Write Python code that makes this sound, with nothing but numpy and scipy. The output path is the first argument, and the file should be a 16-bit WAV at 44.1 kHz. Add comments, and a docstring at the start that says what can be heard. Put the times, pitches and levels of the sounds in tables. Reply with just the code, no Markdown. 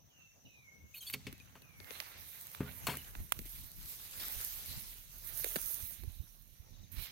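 """Monkey released into tall grass

A pet crate is unlatched in a clearing: rods scrape and squeak, then a monkey knocks its way out,
rattling the wire door and ringing the plastic shell, and runs off through snapping stalks.
A hand-held phone turns after it: cloth and grass rustle close to its right port, wind and grip
thump in the bass. Far off, insects sing and small birds whistle and trill."""
import sys
import numpy as np
from scipy import signal
from scipy.fft import rfft, irfft, next_fast_len
from scipy.io import wavfile
from scipy.ndimage import uniform_filter1d

SR = 44100
rng = np.random.default_rng(int(sys.argv[2]) if len(sys.argv) > 2 else 0)


def wav_record(signal):
    """Record a signal, one row per channel, as 16-bit PCM in the file named by sys.argv[1]."""
    frames = np.transpose(np.atleast_2d(signal))
    bounded = np.clip(frames, -1, 1)
    # unit amplitude maps onto the largest positive 16-bit level
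    quanta = np.round(bounded * 32767).astype(np.int16)
    wavfile.write(sys.argv[1], SR, quanta)


N = 313595
PORT_LAG = 21  # samples by which sound from the right reaches the left port late


def amp(db):
    return 10 ** (np.asarray(db) / 20)


def decay(t, t60):
    return amp(-60 * t / t60)


def unit_rms(x):
    return x / np.sqrt(np.mean(x ** 2) + 1e-20)


def wander(shape, span):
    """Random drift of rms 1, smoothed over span samples."""
    return unit_rms(uniform_filter1d(rng.standard_normal(shape), span))


def curves(rows):
    """Breakpoints in time become one scene-long curve per column."""
    times, *columns = np.transpose(rows)
    return [np.interp(np.arange(N) / SR, times, column) for column in columns]


def pan(pan_db):
    """Left and right gains of constant power; every pan is left minus right in dB."""
    left = amp(pan_db)
    return np.array([left, np.ones_like(left)]) * np.sqrt(2 / (1 + left ** 2))


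def place(mix, start, sound, pan_db, lag=0):
    """Pans a sound into the mix at start seconds, the left side lag samples late."""
    for ch, gain in enumerate(pan(pan_db)):
        part = mix[ch, round(start * SR) + lag * (1 - ch):][:len(sound)]
        part += gain * sound[:len(part)]


def resonate(x, hz, width, stages=1):
    """Resonance at a steady or moving pitch: shifts hz down to zero, smooths, shifts back."""
    carrier = np.exp(2j * np.pi * np.cumsum(hz * np.ones(len(x))) / SR)
    pole = np.exp(-np.pi * width / SR)
    for _ in range(stages):
        x = 2 * (carrier * signal.lfilter([1 - pole], [1, -pole], x / carrier)).real
    return x


def equalise(x, eq):
    """Shapes x with an EQ curve and brings it to rms 1."""
    size = next_fast_len(x.shape[-1])
    hz, db = np.transpose(eq)
    gain = amp(np.interp(np.log(np.fft.rfftfreq(size, 1 / SR) + 1), np.log(hz + 1), db))
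    return unit_rms(irfft(rfft(x, size) * gain, size)[..., :x.shape[-1]])


def burst(noise, t60, low_hz, high_hz):
    """A band of noise that starts at once and dies away, peak 1."""
    band = signal.butter(2, [low_hz, high_hz], "bandpass", fs=SR, output="sos")
    x = signal.sosfilt(band, noise * decay(np.arange(len(noise)) / SR, t60))
    return x / abs(x).max()


def textured_noise(shared, patchy_db, swell_db, grain_db):
    """Stereo noise with spectral patches, wide-band swells and grain; the shared part lags on the left."""
    spectra = signal.stft(rng.standard_normal((2, N)), nperseg=512)[2]
    patches = uniform_filter1d(rng.standard_normal(spectra.shape[1:]), 9, axis=0)
    patches = unit_rms(uniform_filter1d(patches, 10))
    swells = uniform_filter1d(rng.standard_normal(spectra.shape), 120, axis=1)
    swells = unit_rms(uniform_filter1d(swells, 7))
    spectra *= amp(patchy_db * patches + swell_db * swells)
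    right, separate = signal.istft(spectra, nperseg=512)[1][:, :N] * amp(grain_db * wander(N, 30))
    left = shared * np.roll(right, PORT_LAG) + np.sqrt(1 - shared ** 2) * separate
    return np.array([left, right])


# Boom of the plastic shell: (pitch [Hz], level [dB], ring time [multiple of the shell t60])
SHELL_MODES = [(74.6, -19, 3.6), (115, -17, 2.2), (139.8, -3.5, 0.96), (185.4, -7, 0.87), (219, -5.5, 0.56),
               (257, -6.5, 0.92), (418, -4.5, 0.48), (513, -10, 0.44)]
# Clang of the wire door: (pitch [Hz], width [Hz], gain [dB])
DOOR_MODES = [(1000, 89, -4.5), (1390, 130, -18), (2250, 200, 10), (2660, 780, 10.5), (3460, 500, -6.5),
              (4270, 130, 8)]
# Hits on the crate: (time [s], door peak [dB], shell level [dB], treble peak [dB], knock peak [dB],
# door t60 [s], shell t60 [s], pan [dB])
CRATE_HITS = [(1.139, -26, -44.5, -43, -49, 0.058, .3, -3.5),
              (1.268, -34.5, -39.5, -57, -56, 0.072, .16, 3), (1.554, -50, -53.5, -59, -49, .13, 0.18, 3),
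              (2.605, -56, -25, -48, -38.5, 0.061, 0.098, 1), (2.627, -60, -45.5, -60, -47, 0.16, .52, 2.5),
              (2.869, -25, -47, -26, -27.5, 0.067, 0.39, 6), (2.882, -33, -33, -61, -30.5, .031, 0.17, 0),
              (2.895, -32, -44.5, -35.5, -34.5, 0.24, 0.35, 6.5),
              (2.919, -47, -44, -49, -43, .067, 0.19, -2), (2.939, -45, -47, -50, -39, .06, 0.26, -1)]


def crate_hits():
    """Each blow knocks, rattles the wire door and rings the plastic shell."""
    out, t = np.zeros((2, N)), np.arange(12000) / SR
    for start, door_db, shell_db, treble_db, knock_db, door_t60, shell_t60, pan_db in CRATE_HITS:
        noise = rng.standard_normal(len(t))
        noise[0] = 3.5  # first contact
        shake = noise * decay(t, door_t60)
        door = sum(amp(db) * resonate(shake, hz, width) for hz, width, db in DOOR_MODES)
        door *= amp(door_db) / abs(door).max()
        phases = rng.uniform(-0.65, 1.0, len(SHELL_MODES))
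        shell = sum(amp(db) * decay(t, shell_t60 * ring) * np.sin(2 * np.pi * hz * t + phase)
                    for (hz, db, ring), phase in zip(SHELL_MODES, phases))
        shell *= amp(shell_db) * np.minimum(t / 0.0035, 1)
        treble = amp(treble_db) * burst(noise, 1.46 * door_t60, 3900, 19500)
        knock = amp(knock_db) * burst(noise, 0.099, 560, 2070)
        place(out, start, door + shell + treble + knock, pan_db)
    return out


# Metallic ring of the latch rods: (pitch [Hz], width [Hz], gain [dB])
ROD_MODES = [(1640, 500, -17), (2590, 470, 6), (3040, 730, 9), (3630, 700, 5), (4390, 210, 0),
             (7050, 1000, 0), (8850, 870, 0), (13100, 3700, 10.5)]
# Strokes of the latch: (time [s], length [s], level [dB])
LATCH_STROKES = [(0.939, 0.057, -51), (1.012, .03, -51.5), (1.041, 0.066, -53.5), (1.096, .022, -46),
                 (1.124, 0.027, -44)]


def latch_scrapes():
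    """The rods drag in their guides, and grit shakes their resonances."""
    out = np.zeros((2, N))
    for start, length, level_db in LATCH_STROKES:
        grit = amp(2.2 * wander(4000, 50)) * rng.standard_normal(4000)
        ring = sum(amp(db) * resonate(grit, hz, width, stages=2) for hz, width, db in ROD_MODES)
        stroke = signal.windows.tukey(round(length * SR), 0.4)
        place(out, start, amp(level_db) * stroke * unit_rms(ring)[-len(stroke):], pan_db=-0.8)
    return out


# Tiny metal squeaks: (time [s], pitch [Hz], length [s], level [dB], overtones [relative dB])
SQUEAKS = [(0.94, 2530, 0.013, -46, -22), (.95, 2910, .012, -51, -30), (0.954, 4350, 0.055, -52.5, -16),
           (0.959, 2170, 0.021, -72, -30), (1.004, 3220, 0.017, -51, -2.5), (1.011, 3150, 0.039, -52, -11),
           (1.017, 3960, 0.025, -55, -9), (1.061, 4490, 0.04, -45, -5), (1.062, 3420, 0.027, -47, -14),
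           (1.086, 4500, 0.059, -66, -18), (1.131, 4490, 0.015, -39.5, -5), (1.15, 4470, 0.081, -68, -30),
           (1.401, 2480, 0.017, -54, -34), (2.641, 1414, 0.053, -59, -30), (2.678, 1476, 0.019, -54, -34),
           (2.974, 2950, 0.031, -52.5, -30), (3.012, 2910, 0.0095, -52.5, -30),
           (3.043, 2970, 0.0092, -57, -22)]


def wire_squeaks():
    """Rods and door wires stick and slip: a wobbling tone with two overtones."""
    out = np.zeros((2, N))
    for start, hz, length, level_db, overtone_db in SQUEAKS:
        pitch = hz * (1 + 0.014 * wander(round(length * SR), 80))
        phase = 2 * np.pi * np.cumsum(pitch) / SR
        squeak = np.sin(phase) + amp(overtone_db) * (np.sin(2 * phase) + 0.9 * np.sin(3 * phase))
        place(out, start, amp(level_db) * squeak * signal.windows.tukey(len(phase), 0.7), pan_db=-1.5)
    return out


# Dry cracks: (time [s], tick peak [dB], hollow peak [dB], edge peak [dB], pan [dB],
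# hollow pitch [Hz], tick pitch [Hz])
TWIG_SNAPS = [(1.0995, -30, -66, -25, 2, 250, 2770), (1.3272, -36, -48, -32.5, -3, 250, 3200),
              (1.38, -61, -70, -44, -4, 330, 2620), (1.4001, -46, -58, -70, 14, 260, 2440),
              (1.6205, -44.5, -63, -41, 4, 387, 2460), (1.8016, -39, -48.5, -61, 10, 516, 2140),
              (1.8448, -39, -74, -40, -5, 280, 2360), (1.9069, -31, -43.5, -68, 12, 440, 2560),
              (2.0022, -19.5, -46, -21, -10, 845, 3240), (2.5485, -32, -74, -34, -10, 720, 1810),
              (2.954, -33, -50, -29, -8, 875, 2430), (2.9704, -30.5, -47.5, -20, -0.5, 355, 2920),
              (3.152, -35.5, -54, -58, -8, 257, 1700), (3.3216, -14, -38, -11, -8.5, 900, 1820),
              (3.3908, -29.5, -41, -26, -4.5, 270, 3380), (3.4162, -49, -48.5, -36, 1, 252, 3620),
              (3.455, -51, -53, -37, 0, 300, 3600), (4.691, -51, -75, -43, 3, 300, 2540),
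              (5.4441, -21.5, -32.5, -12, -7.5, 545, 2300), (5.4605, -49, -41, -41, 6, 550, 4360),
              (5.5588, -20, -27, -16.5, -4.5, 547, 2180), (5.5633, -24, -37.5, -19, 10, 238, 2150),
              (5.9096, -44, -53, -42, -8, 760, 4640), (6.036, -41, -47, -36, -12, 322, 2440)]


def twig_snaps():
    """Stalks and twigs break: a mid tick, a hollow low part, a bright edge that the phone shadows."""
    out = np.zeros((2, N))
    for start, tick_db, hollow_db, edge_db, pan_db, hollow_hz, tick_hz in TWIG_SNAPS:
        noise = rng.standard_normal(3000)
        noise[0] = 5.27  # the break itself
        tick = amp(tick_db) * burst(noise, 0.013, 0.47 * tick_hz, 2.18 * tick_hz)
        hollow = amp(hollow_db) * burst(noise, 0.03, 0.64 * hollow_hz, 1.285 * hollow_hz)
        edge = amp(edge_db) * burst(noise, 0.019, 5800, 18000)
        place(out, start, tick + hollow, pan_db, PORT_LAG)
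        place(out, start, edge, 2 * pan_db, PORT_LAG)  # the shadow pans treble twice as far
    return out


# Tone of the fizz at each port: (frequency [Hz], gain [dB])
FIZZ_EQ_LEFT = [(2000, -10), (5000, -2), (7500, 1.5), (10000, -1.5), (11500, 3.5), (12700, -1.5),
                (14200, 5.5), (15900, -28)]
FIZZ_EQ_RIGHT = [(2000, -24), (5300, -11.5), (6300, -4.5), (7700, -14), (9500, 0), (11300, -2),
                 (13000, 7.5), (15500, -1)]


def rustle_fizz(flicks_per_s=150, flick_db=-10, spread_db=5.5):
    """The fine top of the rustle: fibres hiss and single blades flick."""
    left, right = textured_noise(shared=0.053, patchy_db=1.73, swell_db=2.23, grain_db=0)
    onsets = rng.random(N) < flicks_per_s / SR
    strengths = amp(spread_db * np.minimum(rng.exponential(1, N), 4))
    envelope = signal.lfilter([1], [1, -0.97], onsets * strengths)
    flicks = amp(flick_db) * unit_rms(envelope * rng.standard_normal(N))
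    return np.array([equalise(left + np.roll(flicks, PORT_LAG), FIZZ_EQ_LEFT),
                     equalise(right + flicks, FIZZ_EQ_RIGHT)])


# Tone of the rustle's body at each port: (frequency [Hz], gain [dB])
BODY_EQ_LEFT = [(150, -18), (400, -2), (900, -0.5), (2000, 1), (3200, -0.5), (4300, -0.5), (5500, 0),
                (8000, -46), (16000, -59)]
BODY_EQ_RIGHT = [(150, -13), (400, -4), (900, -2.5), (2300, 1.5), (3200, -0.5), (4000, 1), (5300, -12.5),
                 (6500, -19.5), (8000, -15), (16000, -46.5)]
# High-shelf ride on the body: (time [s], gain [dB])
BODY_BRIGHTNESS = [(0, 8), (.9, -1), (1.07, 10), (1.55, -10), (2.0, -6), (2.3, 4), (2.8, -9), (3.3, -2),
                   (3.6, 9.5), (4.2, 6.5), (4.4, -0.5), (4.8, 11), (5.4, -0.5), (5.8, 3), (6.3, 9),
                   (6.9, 7), (7.11, 10.5)]


def rustle_body(shelf_hz=3100):
    """The broad middle of the rustle: grainy rubbing that brightens and dulls."""
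    left, right = textured_noise(shared=0.28, patchy_db=2.12, swell_db=1.78, grain_db=2.0)
    body = np.array([equalise(left, BODY_EQ_LEFT), equalise(right, BODY_EQ_RIGHT)])
    lows = signal.sosfiltfilt(signal.butter(2, shelf_hz, fs=SR, output="sos"), body)
    return lows + amp(curves(BODY_BRIGHTNESS)[0]) * (body - lows)


# Fader rides of the rustle: (time [s], fizz level [dB], body level [dB])
RUSTLE_FADERS = [(0, -78.5, -84.5), (.85, -75, -80.5), (1.05, -57, -69.5), (1.31, -68, -62.5),
                 (1.72, -67.5, -68), (1.96, -48.5, -51), (2.16, -56.5, -56), (2.3, -49, -63.5),
                 (2.65, -54, -58.5), (2.79, -50, -57), (3.01, -52, -56), (3.28, -56.5, -65.5),
                 (3.6, -48.5, -65), (3.75, -56.5, -70.5), (3.9, -45.5, -63), (4.1, -50, -60),
                 (4.25, -42.5, -54.5), (4.45, -38.5, -54.5), (4.57, -46, -57.5), (4.71, -45, -57.5),
                 (5.07, -54, -69.5), (5.27, -48, -59), (5.42, -38.5, -54.5), (5.6, -38.5, -55.5),
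                 (5.85, -40.5, -61), (6.04, -55.5, -69), (6.35, -58, -77.5), (6.55, -65.5, -77.5),
                 (6.9, -69.5, -73.5), (7.04, -45.5, -51), (7.11, -59, -61)]
# Sudden sweeps of grass or sleeve: (time [s], body level [dB], fizz level [dB], t60 [s], pan [dB])
GRASS_SWISHES = [(3.455, -62, -53, 0.17, -3), (4.197, -51.5, -53, 0.29, 4), (6.918, -72, -51.5, 0.43, -16)]
# Pan moves as the phone turns, shared with the wind: (time [s], fizz pan [dB], wind pan [dB])
PHONE_TURN = [(0, -2, -2), (1.2, 1, 2.5), (1.9, -13, 3), (2.5, -6.5, -13), (3.3, -10.5, 2), (3.7, -7.5, -1),
              (4.9, -8, -4.5), (5.8, -18, -3.5), (6.5, -17.5, -24), (6.85, -6, -16), (7.03, -60, -22),
              (7.11, -20, -8)]


def rustle():
    """Cloth and grass rub and swish, mostly nearer the right port."""
    fizz_db, body_db = curves(RUSTLE_FADERS)
    fizz_pan_db = curves(PHONE_TURN)[0]
    fizz_gain = amp(fizz_db) * pan(fizz_pan_db)
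    body_gain = amp(body_db) * pan(-2.5 + 0.13 * fizz_pan_db)  # less shadowed than the fizz
    t = np.arange(SR // 2) / SR
    for start, swish_body_db, swish_fizz_db, t60, pan_db in GRASS_SWISHES:
        place(body_gain, start, amp(swish_body_db) * decay(t, t60), pan_db)
        place(fizz_gain, start, amp(swish_fizz_db) * decay(t, t60), pan_db)
    return fizz_gain * rustle_fizz() + body_gain * rustle_body()


# Fader ride of the wind: (time [s], rumble level [dB], sub [relative dB])
WIND_FADERS = [(0, -76, -12), (.75, -72, -13), (1.4, -62, -16), (2.3, -68.5, -10), (2.9, -68, -21),
               (3.1, -59.5, 3.5), (4.0, -69, 4), (4.8, -61, 3.5), (5.1, -67, 8), (5.8, -65, 5.5),
               (6.6, -67.5, 8.5), (7.11, -69, 1)]
# Puffs of wind and shifts of grip:
# (centre time [s], half length [s], level [dB], pan [dB], sub [relative dB])
WIND_PUFFS = [(0.838, 0.037, -54, 0, -35), (1.148, 0.081, -62, -1, -15), (1.296, 0.046, -56, 0, -29),
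              (1.817, 0.048, -56.5, 1, -24), (2.0, 0.015, -62, -13, -24), (2.206, 0.065, -64, 1, -5),
              (2.675, 0.086, -53.5, -3, -14), (2.853, 0.029, -50, 1, -35), (3.21, 0.036, -46, -3, -4),
              (3.402, 0.03, -52, -1, -15), (3.598, 0.053, -54.5, -6, 3.5), (3.822, 0.058, -53.5, 24, 0),
              (4.247, 0.064, -57.5, -26, 0), (4.377, .04, -57, -20, -9), (4.711, 0.036, -53, -28, -10),
              (4.774, 0.016, -45, -2, -17), (5.276, 0.17, -64.5, -4, -15), (5.841, 0.019, -54, -2, -13),
              (6.04, 0.059, -50, -30, -25), (6.22, 0.029, -53, -38, -16), (6.48, 0.024, -75, -20, 4),
              (6.73, 0.03, -56.5, -23, 0), (6.84, 0.053, -57, -16, -16), (6.983, 0.066, -52, -33, 1)]
# Tone of the wind's rumble and of its sub layer: (frequency [Hz], gain [dB])
RUMBLE_EQ = [(35, -48), (55, -2), (90, -0.5), (140, -8), (220, -15.5), (340, -24.5), (600, -48),
             (1100, -97)]
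SUB_EQ = [(10, -36), (22, -2.5), (40, 19), (60, -51), (120, -54)]


def wind_buffet(veer_db=9):
    """Lumpy low pressure, unrelated at the two ports, swelling in puffs."""
    level_db, sub_db = curves(WIND_FADERS)
    veer = veer_db * wander(N, 4000)  # eddies wander from port to port
    rumble_gain = amp(level_db) * pan(curves(PHONE_TURN)[1] + veer)
    sub_gain = amp(sub_db) * rumble_gain
    for centre, half, puff_db, pan_db, puff_sub_db in WIND_PUFFS:
        t = np.arange(-2 * half, 2 * half, 1 / SR)
        swell = amp(puff_db) * np.exp(-(t / half) ** 2)
        place(rumble_gain, centre - 2 * half, swell, pan_db)
        place(sub_gain, centre - 2 * half, amp(puff_sub_db) * swell, pan_db)
    lumps = amp(3.06 * wander((2, N), 900))
    rumble = equalise(lumps * rng.standard_normal((2, N)), RUMBLE_EQ)
    sub = equalise(lumps * rng.standard_normal((2, N)), SUB_EQ)
    return rumble_gain * rumble + sub_gain * sub


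# Handling thumps: (time [s], peak [dB], pitch [Hz], pan [dB])
FINGER_BUMPS = [(3.191, -38.5, 35.2, 5), (4.371, -39, 52.3, -24), (4.78, -40, 86, 7),
                (5.835, -40.5, 62.5, -24), (6.082, -31.5, 75.6, -36), (6.207, -31, 67.4, -39.5),
                (6.606, -42.5, 65, -24), (6.985, -35.5, 51, -28)]


def finger_bumps():
    """Fingers bump the phone, each a short, rounded bass pulse."""
    out = np.zeros((2, N))
    for time, peak_db, hz, pan_db in FINGER_BUMPS:
        cycles = np.arange(-1.5 / hz, 1.5 / hz, 1 / SR) * hz
        thump = -np.cos(2 * np.pi * cycles) * np.exp(-(cycles / 0.47) ** 2)
        place(out, time - 1.603 / hz, amp(peak_db) * thump, pan_db)
    return out


def leaf_echo(t60):
    """Scatter from the leaves: a short impulse response of fading noise."""
    t = np.arange(6000) / SR
    return rng.standard_normal(len(t)) * decay(t, t60)


# Falling whistles: (time [s], length [s], high pitch [Hz], low pitch [Hz], slide time [s],
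# level at the low note [dB], opening accent [dB])
BIRD_WHISTLES = [(.1, .24, 2950, 2690, .12, -67, -8), (.452, .47, 2660, 2150, .24, -66, 14),
                 (1.29, .1, 2700, 2580, .07, -70, 0), (1.615, .5, 2550, 2110, .22, -66, 7)]


def bird_whistles(chirp_hz=400, chirp_s=0.008, rebound_hz_per_s=250, swell_db=6, fade_db=12):
    """Each whistle opens with a chirp, swells down to a low note and fades, blurred by the leaves."""
    out = np.zeros((2, N))
    for start, length, high_hz, low_hz, slide_s, level_db, accent_db in BIRD_WHISTLES:
        t = np.arange(0, length, 1 / SR)
        slide = np.maximum(1 - t / slide_s, 0)
        held_s = np.maximum(t - slide_s, 0)
        chirp = np.exp(-t / chirp_s)
        hz = low_hz + (high_hz - low_hz) * slide + rebound_hz_per_s * held_s + chirp_hz * chirp
        db = level_db - swell_db * slide - fade_db * held_s / (length - slide_s)
        db += accent_db * np.sqrt(chirp)
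        db += 2.0 * wander(SR, 700)[:len(t)]  # moving air on the path
        hz *= 1 + 0.012 * wander(SR, 250)[:len(t)]
        envelope = np.sqrt(2) * amp(db) * signal.windows.tukey(len(t), 0.02)
        tone = envelope * np.sin(2 * np.pi * np.cumsum(hz) / SR)
        place(out, start, tone, pan_db=-4.5, lag=8)
        for pan_db in (24, -24):
            leaves = leaf_echo(t60=0.35)
            echo = signal.fftconvolve(tone, leaves / np.linalg.norm(leaves))
            place(out, start, amp(-4) * echo, pan_db)
    return out


# Quick trills: (time [s], notes [count], direct peak [dB], echo level [dB])
BIRD_TRILLS = [(.44, 4, -81, -83), (6.134, 3, -63, -82), (6.737, 3, -64, -83)]


def bird_trills(note_s=0.022, spacing_s=0.0455):
    """A small bird repeats a short down-sweep, each with a smeared echo."""
    out = np.zeros((2, N))
    hz = np.linspace(4350, 3350, round(note_s * SR))
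    note = np.sin(2 * np.pi * np.cumsum(hz) / SR) * np.hanning(len(hz))
    for start, notes, direct_db, echo_db in BIRD_TRILLS:
        for onset in start + spacing_s * np.arange(notes):
            echo = unit_rms(np.convolve(note, leaf_echo(t60=0.3)))
            place(out, onset, amp(direct_db) * note, pan_db=1.5)
            place(out, onset, amp(echo_db) * echo, pan_db=-1.5)
    return out


# Distant insect beds: (pitch [Hz], width [Hz], level [dB])
INSECT_CHORUSES = [(5880, 420, -75), (6480, 480, -77)]


def insects(throb_db=3.2, drift_hz=70):
    """Each chorus merges into a narrow band of noise that swells and wavers."""
    out = np.zeros((2, N))
    for hz, width, level_db in INSECT_CHORUSES:
        gain = amp(level_db + throb_db * wander(N, 5000))
        pitch = hz + drift_hz * wander(N, 9000)
        for side in out:
            side += gain * unit_rms(resonate(rng.standard_normal(N), pitch, width, stages=2))
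    return out


# Tone of the clearing's air: (frequency [Hz], gain [dB])
AIR_EQ = [(29, -55), (50, -16), (131, 2), (371, -14.5), (507, -12), (2270, -25), (2880, -20), (3180, -24),
          (5020, -29), (6390, -24), (7210, -61), (14900, -17), (16000, -28)]


def still_air(level_db=-68):
    """A faint, patchy bed of outdoor noise."""
    noise = textured_noise(shared=0.11, patchy_db=4.5, swell_db=-0.5, grain_db=-1.0)
    return amp(level_db) * equalise(noise, AIR_EQ)


def scene():
    """Noise at the phone, the distant clearing and the monkey's exit, mixed."""
    close = rustle() + wind_buffet() + finger_bumps()
    distant = still_air() + insects() + bird_whistles() + bird_trills()
    action = latch_scrapes() + wire_squeaks() + crate_hits() + twig_snaps()
    return close + distant + action


def record(dry):
    """The phone's band limit: a steep low-pass at 16 kHz."""
    lowpass = signal.firwin(511, 16000, window=("kaiser", 9), fs=SR)
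    return signal.oaconvolve(dry, lowpass[None], "same", axes=1)


dry = scene()
out = record(dry)
wav_record(out)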